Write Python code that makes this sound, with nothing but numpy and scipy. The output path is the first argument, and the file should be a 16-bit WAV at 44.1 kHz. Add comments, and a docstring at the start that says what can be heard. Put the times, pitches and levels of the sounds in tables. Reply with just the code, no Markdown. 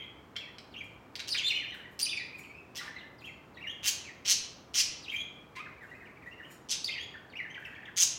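"""Two budgerigars chatter on top of their cage in a small, fairly live room.
A quick whistled warble keeps returning among peeps, slurs and soft muttering; each note is a gliding tone.
Clucks, croaks and squawks are trains of sharp pulses that ring the throat.
Claws scrape the ringing cage wires and wings push soft gusts of air.
The walls draw out the calls and scrapes, over a quiet, steady room noise."""
import sys
import numpy as np
from scipy import signal
from scipy.fft import rfft, irfft
from scipy.io import wavfile
from scipy.ndimage import map_coordinates

SR = 44100
rng = np.random.default_rng(int(sys.argv[2]) if len(sys.argv) > 2 else 0)


def dump(signal):
    """Clip the signal to [-1, 1] and save it as 16-bit WAV at the path in sys.argv[1]."""
    limited = np.clip(np.atleast_2d(signal).T, -1, 1)
    pcm = np.round(limited * 32767).astype(np.int16)
    wavfile.write(sys.argv[1], SR, pcm)


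N = 360738
LEAD_IN = SR // 5  # samples in which the room is already sounding
TOP_HZ = 15900  # the recorder keeps what lies below this

# Steady room noise. Each row: frequency in Hz, relative level in dB per Hz.
ROOM_NOISE = [(25, -26), (45, -8.5), (68, 2.5), (130, 4), (200, 1), (300, 2), (600, -3.5), (1200, -6),
              (2400, -18), (4000, -25.5), (7000, -31), (11000, -38.5), (16000, -33)]
ROOM_NOISE_DB = -55
# How long the room rings. Each row: frequency in Hz, time to fade by 60 dB in seconds.
ROOM_FADE_TIMES = [(500, 1), (2000, 0.72), (3200, 0.58), (5000, 0.52), (7000, 0.43), (10000, 0.31),
                   (15000, 0.17)]

# Wing beats. Each row: start in seconds, length in seconds, level in dB.
WING_BEATS = [(4.329, 0.12, -66), (4.807, 0.16, -65.5)]

# Claws on the cage top. Each row: start in seconds, length in seconds,
# level in dB before shorter scrapes are made softer.
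CLAW_STEPS = [(0.796, 0.05, -72), (1.738, 0.027, -65.5), (1.906, 0.032, -73), (2.268, 0.22, -67.5),
              (3.192, 0.081, -69), (5.108, 0.044, -61), (5.739, 0.3, -79), (6.213, 0.054, -77.5),
              (6.399, 0.18, -66), (7.549, 0.25, -78)]
# Ringing cage wires. Each row: frequency in Hz, time to fade by 60 dB in seconds, relative level in dB.
CAGE_WIRES = [(4420, 0.37, -7.5), (5660, 0.15, -7.5), (6900, 0.21, 4.5), (8050, 0.11, -1.5),
              (9500, 0.15, -5), (10760, 0.098, -3), (12500, .15, 0), (13500, 0.13, -23), (14100, .12, -13)]

# All levels of pulsed calls and whistles below are in dB before each group is turned down as a whole.
# Upper throat resonances. Each row: multiple of the call's upper resonance, width in Hz, relative level in dB.
UPPER_RESONANCES = [(.78, 1370, -5), (1.002, 1590, 0), (1.48, 2600, -16.5)]
LOWER_WIDTH_HZ = 1500
PUFF_S = .0008  # time from a snap to the peak of its puff of air

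# Long squawks that swell to a screech. Each row: start in seconds, length in seconds, first pulses per second,
# last pulses per second, level in dB, swell in dB, upper resonance in Hz, lower resonance in dB, hiss in dB.
LONG_SQUAWKS = [ (3.826, .066, 178, 217, -26, 23, 6230, -4.5, -15.5),
                (4.245, 0.082, 210, 188, -20.5, 25.5, 5770, -10.5, -23.5),
                (4.736, .077, 202, 300, -23, 11.5, 5750, -8.5, -25.5),
                (7.961, 0.074, 170, 182, -21, 12, 6400, -10.5, -22), ]
SQUAWK_LOWER_RATIO = 0.5  # lower resonance as a share of the upper

# Clucks of a few pulses. Each row: start in seconds, length in seconds, level in dB, swell in dB,
# upper resonance in Hz, lower resonance in dB, hiss in dB.
SHORT_CLUCKS = [ (0.357, .012, -36, 36, 4770, 8.5, -50), (.583, 0.0039, -47, 19, 4970, -3, -47),
                (1.154, .008, -41, 2, 4630, -3, -26), (1.187, .015, -38.5, 12, 4500, 0.5, -47),
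                (1.275, 0.015, -37.5, 5, 5400, -1, -21.5), (1.991, 0.025, -35, -5, 5430, -9, -16),
                (2.749, 0.041, -38.5, 6, 5530, -4, -19.5), (6.687, 0.026, -37.5, 3.5, 5650, -2, -41),
                (6.706, .01, -28, 7, 6150, -9, -28), (6.716, 0.038, -37.5, -14, 5470, 0.5, -36),
                (6.843, 0.0058, -46, 0.5, 5650, -15, -21), ]
# First and last pulses per second of a cluck.
CLUCK_PULSE_RATES = (150, 120)
CLUCK_LOWER_RATIO = 0.54  # lower resonance as a share of the upper

# Croaks, in which the lower resonance leads. Each row: start in seconds, length in seconds, level in dB,
# lower resonance in Hz, lower resonance in dB.
LOW_CROAKS = [(1.341, 0.024, -43.5, 2020, 10), (2.795, .1, -47, 1570, 15), (5.553, .05, -48, 2330, 26)]
# First and last pulses per second of a croak.
CROAK_PULSE_RATES = (230, 160)
CROAK_SWELL_DB, CROAK_UPPER_HZ, CROAK_HISS_DB = -5, 5470, -20.5

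NOTE_RISE_S, NOTE_FALL_S = .0045, .006  # how fast every whistled note starts and stops

# Soft muttering. Each row: start in seconds, length in seconds, level in dB.
MUTTER_STRETCHES = [(0.468, .05, -57), (1.775, .10, -56.5), (2.383, .13, -51.5), (2.912, .15, -55),
                    (5.615, .09, -58), (5.719, .80, -60)]
MUTTER_STEP_S, MUTTER_NOTE_S = .055, 0.029  # spacing and length of its notes
MUTTER_HZ, MUTTER_OCTAVES = 2248, .35  # centre of their pitch, and reach either way

# Parts of one swoop: a steep drop, a shallow slide and a soft after-note. Each row: delay in seconds,
# length in seconds, start, middle and end pitch in Hz, level in dB within the swoop, second harmonic in dB.
SWOOP_PARTS = [(0, 0.016, 3570, 2865, 2160, 0.5, -23), (0.016, .026, 2160, 1865, 1540, -0.5, -36),
               (0.07, .022, 3000, 2000, 1550, -3.5, -33)]
RUN_S, RUN_STEP_S, RUN_COUNT = 7.542, .1035, 4  # start, spacing and number of swoops
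RUN_DB, RUN_FADE_DB = -46.5, 0.9  # first level, loss per swoop

# Slurs slide down through a pitch. Each row: start in seconds, length in seconds, pitch in Hz,
# level in dB, second harmonic in dB.
SLUR_NOTES = [ (.40, 0.052, 2520, -50.5, -27), (.738, .022, 2920, -47.5, -36), (1.348, 0.023, 1893, -48, 6),
              (1.372, 0.02, 3550, -33.5, -10), (1.412, .024, 2170, -46, -25),
              (1.49, 0.036, 2733, -30.5, -17), (1.56, 0.024, 2574, -41, -33),
              (1.596, 0.047, 2010, -47.5, -20), (1.643, 0.024, 2520, -42, -33),
              (1.718, 0.039, 1800, -47.5, -7), (2.055, 0.018, 2780, -37, 5.5),
              (2.16, .054, 2267, -42, -6.5), (2.98, 0.035, 3500, -51, -28), (4.05, .048, 2345, -48, -18),
              (5.657, 0.017, 1720, -49.5, -25), (5.808, .045, 1807, -48, -23),
              (6.056, 0.024, 2500, -50.5, -24), (6.221, 0.023, 2210, -51, -29),
              (6.008, 0.034, 1895, -51, -39), (6.387, 0.029, 1898, -51.5, -32),
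              (6.959, 0.035, 2132, -45, -11), (7.137, 0.022, 1820, -47.5, -21),
              (7.424, 0.042, 1924, -47, -29), ]
# Start, middle and end of a slur, as multiples of its pitch.
SLUR_CONTOUR = (1.15, 0.99, .81)
# Peeps scoop up to a pitch and hold it. Each row: start in seconds, length in seconds, pitch in Hz,
# level in dB, second harmonic in dB.
PEEP_NOTES = [ (-.05, 0.11, 3280, -47, -30), (.361, 0.035, 3360, -38.5, -38), (.449, .016, 2300, -55, -24),
              (.779, 0.013, 3234, -42, -18), (1.29, 0.029, 4660, -39.5, -11.5),
              (1.433, 0.057, 3617, -32.5, -18), (1.461, .028, 4170, -30, -20),
              (1.541, 0.038, 3020, -32, -24.5), (1.60, 0.014, 3080, -41.5, -25),
              (1.681, .029, 3050, -43, -24.5), (1.80, 0.014, 2960, -45, -29.5),
              (2.012, .036, 4780, -35.5, -3), (2.33, 0.038, 2524, -47.5, -30), (2.54, 0.05, 2623, -51, -23),
              (2.783, 0.023, 2018, -42, -4.5), (2.872, 0.015, 1820, -42, -25),
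              (2.954, 0.019, 2058, -44.5, -14), (3.57, 0.007, 1920, -41, -7.5),
              (3.668, 0.02, 2990, -37.5, -24.5), (3.694, 0.025, 3310, -35, -22.5),
              (5.152, 0.071, 3328, -37.5, -18), (5.12, 0.032, 2370, -36, -33),
              (5.56, .03, 1062, -52.5, 5.5), (5.592, 0.02, 1250, -46, 1.5),
              (5.911, .045, 2050, -51.5, -26.5), (6.259, 0.027, 1964, -46.5, -27.5),
              (6.312, .02, 2814, -49.5, -25), (6.431, 0.03, 3030, -52, -31),
              (6.843, 0.0089, 4750, -31.5, -22), (6.883, .016, 2140, -37.5, -5),
              (6.979, 0.0094, 2900, -35, -28), (6.997, .045, 3384, -39, -16.5),
              (7.499, 0.018, 3140, -53, -11), ]
# Start, middle and end of a peep, as multiples of its pitch.
PEEP_CONTOUR = (0.93, 0.98, 1.005)

# The warble's four syllables: a dive, a dip, an arch and a fall. Each row: start as a share of the warble,
# length as a share, start, middle and end pitch in Hz before the warble's pitch ratio,
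# level in dB within the warble, second harmonic in dB.
WARBLE_SYLLABLES = [(0, .26, 4924, 4217, 3177, -2, -21.5), (.25, 0.14, 3170, 2530, 2100, -2, -30),
                    (.46, .24, 2355, 2956, 3023, -2.5, -24), (.70, .30, 2664, 2330, 1942, -1.5, -30.5)]
# Warbles. Each row: start in seconds, length in seconds, pitch ratio, level in dB,
# swell from the dive to the fall in dB (negative: the dive is the louder).
WARBLE_TIMES = [ (-.165, 0.11, 1, -37.5, 25), (.709, .112, 1.05, -42, 17), (1.313, 0.11, 1.064, -37, -7.5),
                (2.023, 0.12, 1.17, -33.5, 7), (3.183, .118, 1.045, -44.5, 16.5),
                (3.543, 0.13, 0.9, -43.5, 14), (5.024, .12, 1.04, -39.5, 7), (6.857, .108, 1.02, -40, -5),
                (7.297, .12, .93, -40, 19), ]


def undb(db):
    """Turn decibels into a gain."""
    return 10 ** (np.asarray(db) / 20)


def unit(x):
    """Scale to an average strength (rms) of 1."""
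    return x / np.sqrt(np.mean(x ** 2) + 1e-18)


def add(track, start, sound):
    """Mix a sound into the track at its time in seconds."""
    first = max(0, LEAD_IN + int(start * SR))
    part = sound[:len(track) - first]
    track[first:first + len(part)] += part


def at_hz(points, hz):
    """Read between (Hz, value) points, with frequency on a log scale."""
    point_hz, value = np.transpose(points)
    return np.interp(np.log(np.maximum(hz, 1)), np.log(point_hz), value)


def wobble(t, rate):
    """Smooth random motion through `rate` random points per second."""
    knots = rng.standard_normal(256)
    return map_coordinates(knots, [t * rate], order=3, mode="wrap")


def gate(t, length, rise, fall):
    """Open over `rise` seconds and close over `fall` seconds, with the closing centred on the end."""
    opening = np.sin(np.pi / 2 * np.clip(t / rise, 0, 1))
    closing = np.sin(np.pi / 2 * np.clip((length - t) / fall + .5, 0, 1)) ** 2
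    return opening * closing


def ring_down(t, fade_s):
    """Fade away steadily, by 60 dB in `fade_s` seconds."""
    return np.exp(-np.log(1000) * t / fade_s)


def resonance(hz, centre_hz, width_hz):
    """Power response of a steep-sided resonance."""
    return (1 + ((hz ** 2 - centre_hz ** 2) / (hz * width_hz)) ** 2) ** -2.


def hush():
    """Steady, dull room noise: random noise shaped by frequency."""
    hz = np.arange(N // 2 + 1) * SR / N
    spectrum = rfft(rng.standard_normal(N)) * undb(at_hz(ROOM_NOISE, hz))
    return unit(irfft(spectrum, N)) * undb(ROOM_NOISE_DB)


def room(x, wet_db, early_db, early_s=0.012, gap_s=0.0021):
    """Direct sound, quick reflections from near furniture, then a diffuse tail that loses its treble first."""
    t = np.arange(SR) / SR
    noise = rfft(rng.standard_normal(SR))
    hz = np.arange(SR // 2 + 1)
    centres = np.geomspace(500, 16000, 11)
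    tail = 0
    # split the noise into overlapping bands and let each fade at its own pace
    for centre, weights in zip(centres, np.eye(len(centres))):
        band = irfft(noise * at_hz(np.c_[centres, weights], hz), SR)
        tail = tail + band * ring_down(t, at_hz(ROOM_FADE_TIMES, centre))
    sparse = rng.random(SR) < .02
    early = rng.standard_normal(SR) * sparse * np.exp(-t / early_s)
    reflections = undb(wet_db) * unit(tail) + undb(early_db) * unit(early)
    response = reflections * (t > gap_s) / np.sqrt(SR)
    return x + signal.fftconvolve(x, response)[:len(x)]


def wings(beats_per_s=17, gust_hz=75):
    """Beating wings push soft gusts of air, made of low rumbling noise, at the microphone."""
    track = np.zeros(LEAD_IN + N)
    lowpass = signal.butter(2, gust_hz, fs=SR, output="sos")
    for start, length, db in WING_BEATS:
        t = np.arange(int(length * SR)) / SR
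        air = signal.sosfilt(lowpass, rng.standard_normal(len(t)))
        beats = np.sin(np.pi * beats_per_s * t) ** 2
        swell = np.sin(np.pi * t / length)
        add(track, start, undb(db) * unit(air * beats * swell))
    return track


def claws(scratch_db=17, scratch_s=0.0048):
    """Shuffling feet scrape over the cage wires, which ring faintly."""
    t = np.arange(SR // 2) / SR
    ring = sum(undb(db) * np.sin(2 * np.pi * hz * t) * ring_down(t, fade_s)
               for hz, fade_s, db in CAGE_WIRES)
    ring = ring + undb(scratch_db) * rng.standard_normal(len(t)) * np.exp(-t / scratch_s)
    track = np.zeros(LEAD_IN + N)
    for start, length, db in CLAW_STEPS:
        slips = rng.standard_normal(len(t)) * undb(9.0 * wobble(t, 60))
        slips = slips * gate(t, length, length / 2, length / 2)
        scrape = unit(signal.fftconvolve(slips, ring))
        add(track, start, undb(db) * np.sqrt(length) * scrape)
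    return room(track, wet_db=1.5, early_db=-20)


def throat(upper_hz, lower_hz, lower_db, hiss_db, hiss_from_hz=1700, size=512):
    """How throat and beak ring after a click: a few resonances over a broad hiss."""
    hz = np.maximum(np.arange(size // 2 + 1) * SR / size, 1)
    power = sum(undb(2 * db) * resonance(hz, multiple * upper_hz, width)
                for multiple, width, db in UPPER_RESONANCES)
    power = power + undb(2 * lower_db) * resonance(hz, lower_hz, LOWER_WIDTH_HZ)
    power = power + undb(2 * hiss_db) / (1 + (hiss_from_hz / hz) ** 4)
    # keeping half of the cepstrum makes the ringing start at the click, not before it
    cepstrum = irfft(np.log(power + 1e-7))[:size // 2]
    return irfft(np.exp(rfft(cepstrum, size)))


def squawk(length, first_rate, last_rate, swell_db, ring, jitter=.05, snap=2, crest=0.72,
           uneven_db=1.5, split_hz=3800, low_swell=0.24, onset=0.12):
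    """The syrinx (voice organ) snaps open in pulses; each snap and its puff of air ring the throat."""
    t = np.arange(int((length + .01) * SR)) / SR
    rate = np.interp(t, [0, length], [first_rate, last_rate]) * (1 + jitter * wobble(t, 150))
    cycles = np.cumsum(rate) / SR
    age = cycles % 1 / rate  # seconds since the latest snap
    snaps = np.diff(np.floor(cycles), prepend=-1)
    air = rng.standard_normal(SR // 4)[:len(t)]
    puff = age / PUFF_S * np.exp(1 - age / PUFF_S)
    source = (snap * snaps + air * puff) * (t - age < length)
    voice = unit(signal.fftconvolve(source, ring)[:len(t)]) * np.sqrt(t[-1] / length)
    effort_db = swell_db * (np.minimum(t / (crest * length), 1) - 1)
    # the treble follows effort more than the low part, so a swelling call opens from dull to harsh
    low = signal.sosfiltfilt(signal.butter(4, split_hz, fs=SR, output="sos"), voice)
    treble = voice - low
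    voice = low * undb(low_swell * effort_db) + treble * undb(effort_db)
    return voice * undb(uneven_db * wobble(t, 154)) * np.minimum(t / (onset * length), 1)


def scolding():
    """All the squawks, clucks and croaks, heard through the room."""
    track = np.zeros(LEAD_IN + N)
    for start, length, first_rate, last_rate, db, swell_db, upper_hz, lower_db, hiss_db in LONG_SQUAWKS:
        ring = throat(upper_hz, SQUAWK_LOWER_RATIO * upper_hz, lower_db, hiss_db)
        add(track, start, undb(db) * squawk(length, first_rate, last_rate, swell_db, ring))
    for start, length, db, swell_db, upper_hz, lower_db, hiss_db in SHORT_CLUCKS:
        ring = throat(upper_hz, CLUCK_LOWER_RATIO * upper_hz, lower_db, hiss_db)
        add(track, start, undb(db) * squawk(length, *CLUCK_PULSE_RATES, swell_db, ring))
    for start, length, db, lower_hz, lower_db in LOW_CROAKS:
        ring = throat(CROAK_UPPER_HZ, lower_hz, lower_db, CROAK_HISS_DB)
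        add(track, start, undb(db) * squawk(length, *CROAK_PULSE_RATES, CROAK_SWELL_DB, ring))
    return undb(-4.5) * room(track, wet_db=-1.5, early_db=-2.5)


def whistle(length, start_hz, middle_hz, end_hz, second_db, quiver=0.019, rasp=0.036, steady=0.4,
            flutter_db=4.5, third_db=-20, brightness=0.8, top_db=-34, top_hz=13800, top_width_hz=3000):
    """The syrinx glides through three pitches; its membranes quiver and add overtones."""
    t = np.arange(int((length + .01) * SR)) / SR
    bend = np.polyfit([0, .5, 1], np.log([start_hz, middle_hz, end_hz]), 2)
    glide = np.polyval(bend, np.minimum(t / length, 1))
    strain = min(steady + 2 * np.ptp(glide), 1)  # held notes stay purer, wide sweeps turn rough
    shake = quiver * wobble(t, 461) + rasp * wobble(t, 1600)
    hz = np.exp(glide) * (1 + strain * shake)
    phase = 2 * np.pi * np.cumsum(hz) / SR
    tone = np.sin(phase) + undb(second_db) * np.sin(2 * phase)
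    tone = tone + undb(third_db + brightness * second_db) * np.sin(3 * phase)
    # extra overtones show where they cross a resonance of the beak
    for k in range(3, 6):
        beak = np.sqrt(resonance(k * hz, top_hz, top_width_hz))
        tone = tone + undb(top_db) * beak * np.sin(k * phase) * (k * hz < SR / 2)
    flutter = undb(flutter_db * wobble(t, 215.7))
    return np.sqrt(2) * tone * flutter * gate(t, length, NOTE_RISE_S, NOTE_FALL_S)


def mutter(slur_share=.65, scatter_db=3, stray_s=0.0097, second_db=-25):
    """Soft slurs and peeps at chance pitches, loosely spaced."""
    for start, length, db in MUTTER_STRETCHES:
        chance = rng.uniform(-1, 1, (64, 4))
        beats = np.arange(start, start + length, MUTTER_STEP_S)
        for beat, (late, high, loud, kind) in zip(beats, chance):
            shape = SLUR_CONTOUR if abs(kind) < slur_share else PEEP_CONTOUR
            contour = MUTTER_HZ * 2 ** (MUTTER_OCTAVES * high) * np.array(shape)
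            yield beat + stray_s * late, MUTTER_NOTE_S, contour, db + scatter_db * loud, second_db


def swoops():
    """The same swoop repeats evenly and fades; the last one has no after-note."""
    for k in range(RUN_COUNT):
        parts = SWOOP_PARTS if k < RUN_COUNT - 1 else SWOOP_PARTS[:-1]
        for delay, length, *contour, db, second_db in parts:
            start = RUN_S + k * RUN_STEP_S + delay
            yield start, length, contour, RUN_DB - k * RUN_FADE_DB + db, second_db


def calls(table, shape):
    """Single notes that share one pitch shape."""
    for start, length, hz, db, second_db in table:
        yield start, length, hz * np.array(shape), db, second_db


def phrases(swell_curve=3):
    """Every warble sings the same syllables at its own tempo, pitch and swell."""
    for begin, length, pitch, db, swell_db in WARBLE_TIMES:
        for start, share, *contour, accent_db, second_db in WARBLE_SYLLABLES:
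            effort_db = accent_db - swell_db * (1 - start) ** swell_curve
            hz = pitch * np.array(contour)
            yield begin + start * length, share * length, hz, db + effort_db, second_db


def warble():
    """All the whistled notes, heard through the room."""
    track = np.zeros(LEAD_IN + N)
    peeps = calls(PEEP_NOTES, PEEP_CONTOUR)
    slurs = calls(SLUR_NOTES, SLUR_CONTOUR)
    notes = [*phrases(), *peeps, *slurs, *swoops(), *mutter()]
    for start, length, contour, db, second_db in notes:
        add(track, start, undb(db) * whistle(length, *contour, second_db))
    return undb(-3.0) * room(track, wet_db=-2.5, early_db=-5.5)


def scene():
    """The birds over the room noise."""
    birds = warble() + scolding() + claws() + wings()
    return (birds[LEAD_IN:] + hush())[None]


def record(dry):
    """The recorder cuts the very top of the treble."""
    return signal.sosfilt(signal.ellip(10, .2, 70, TOP_HZ, fs=SR, output="sos"), dry)


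dry = scene()
out = record(dry)
dump(out)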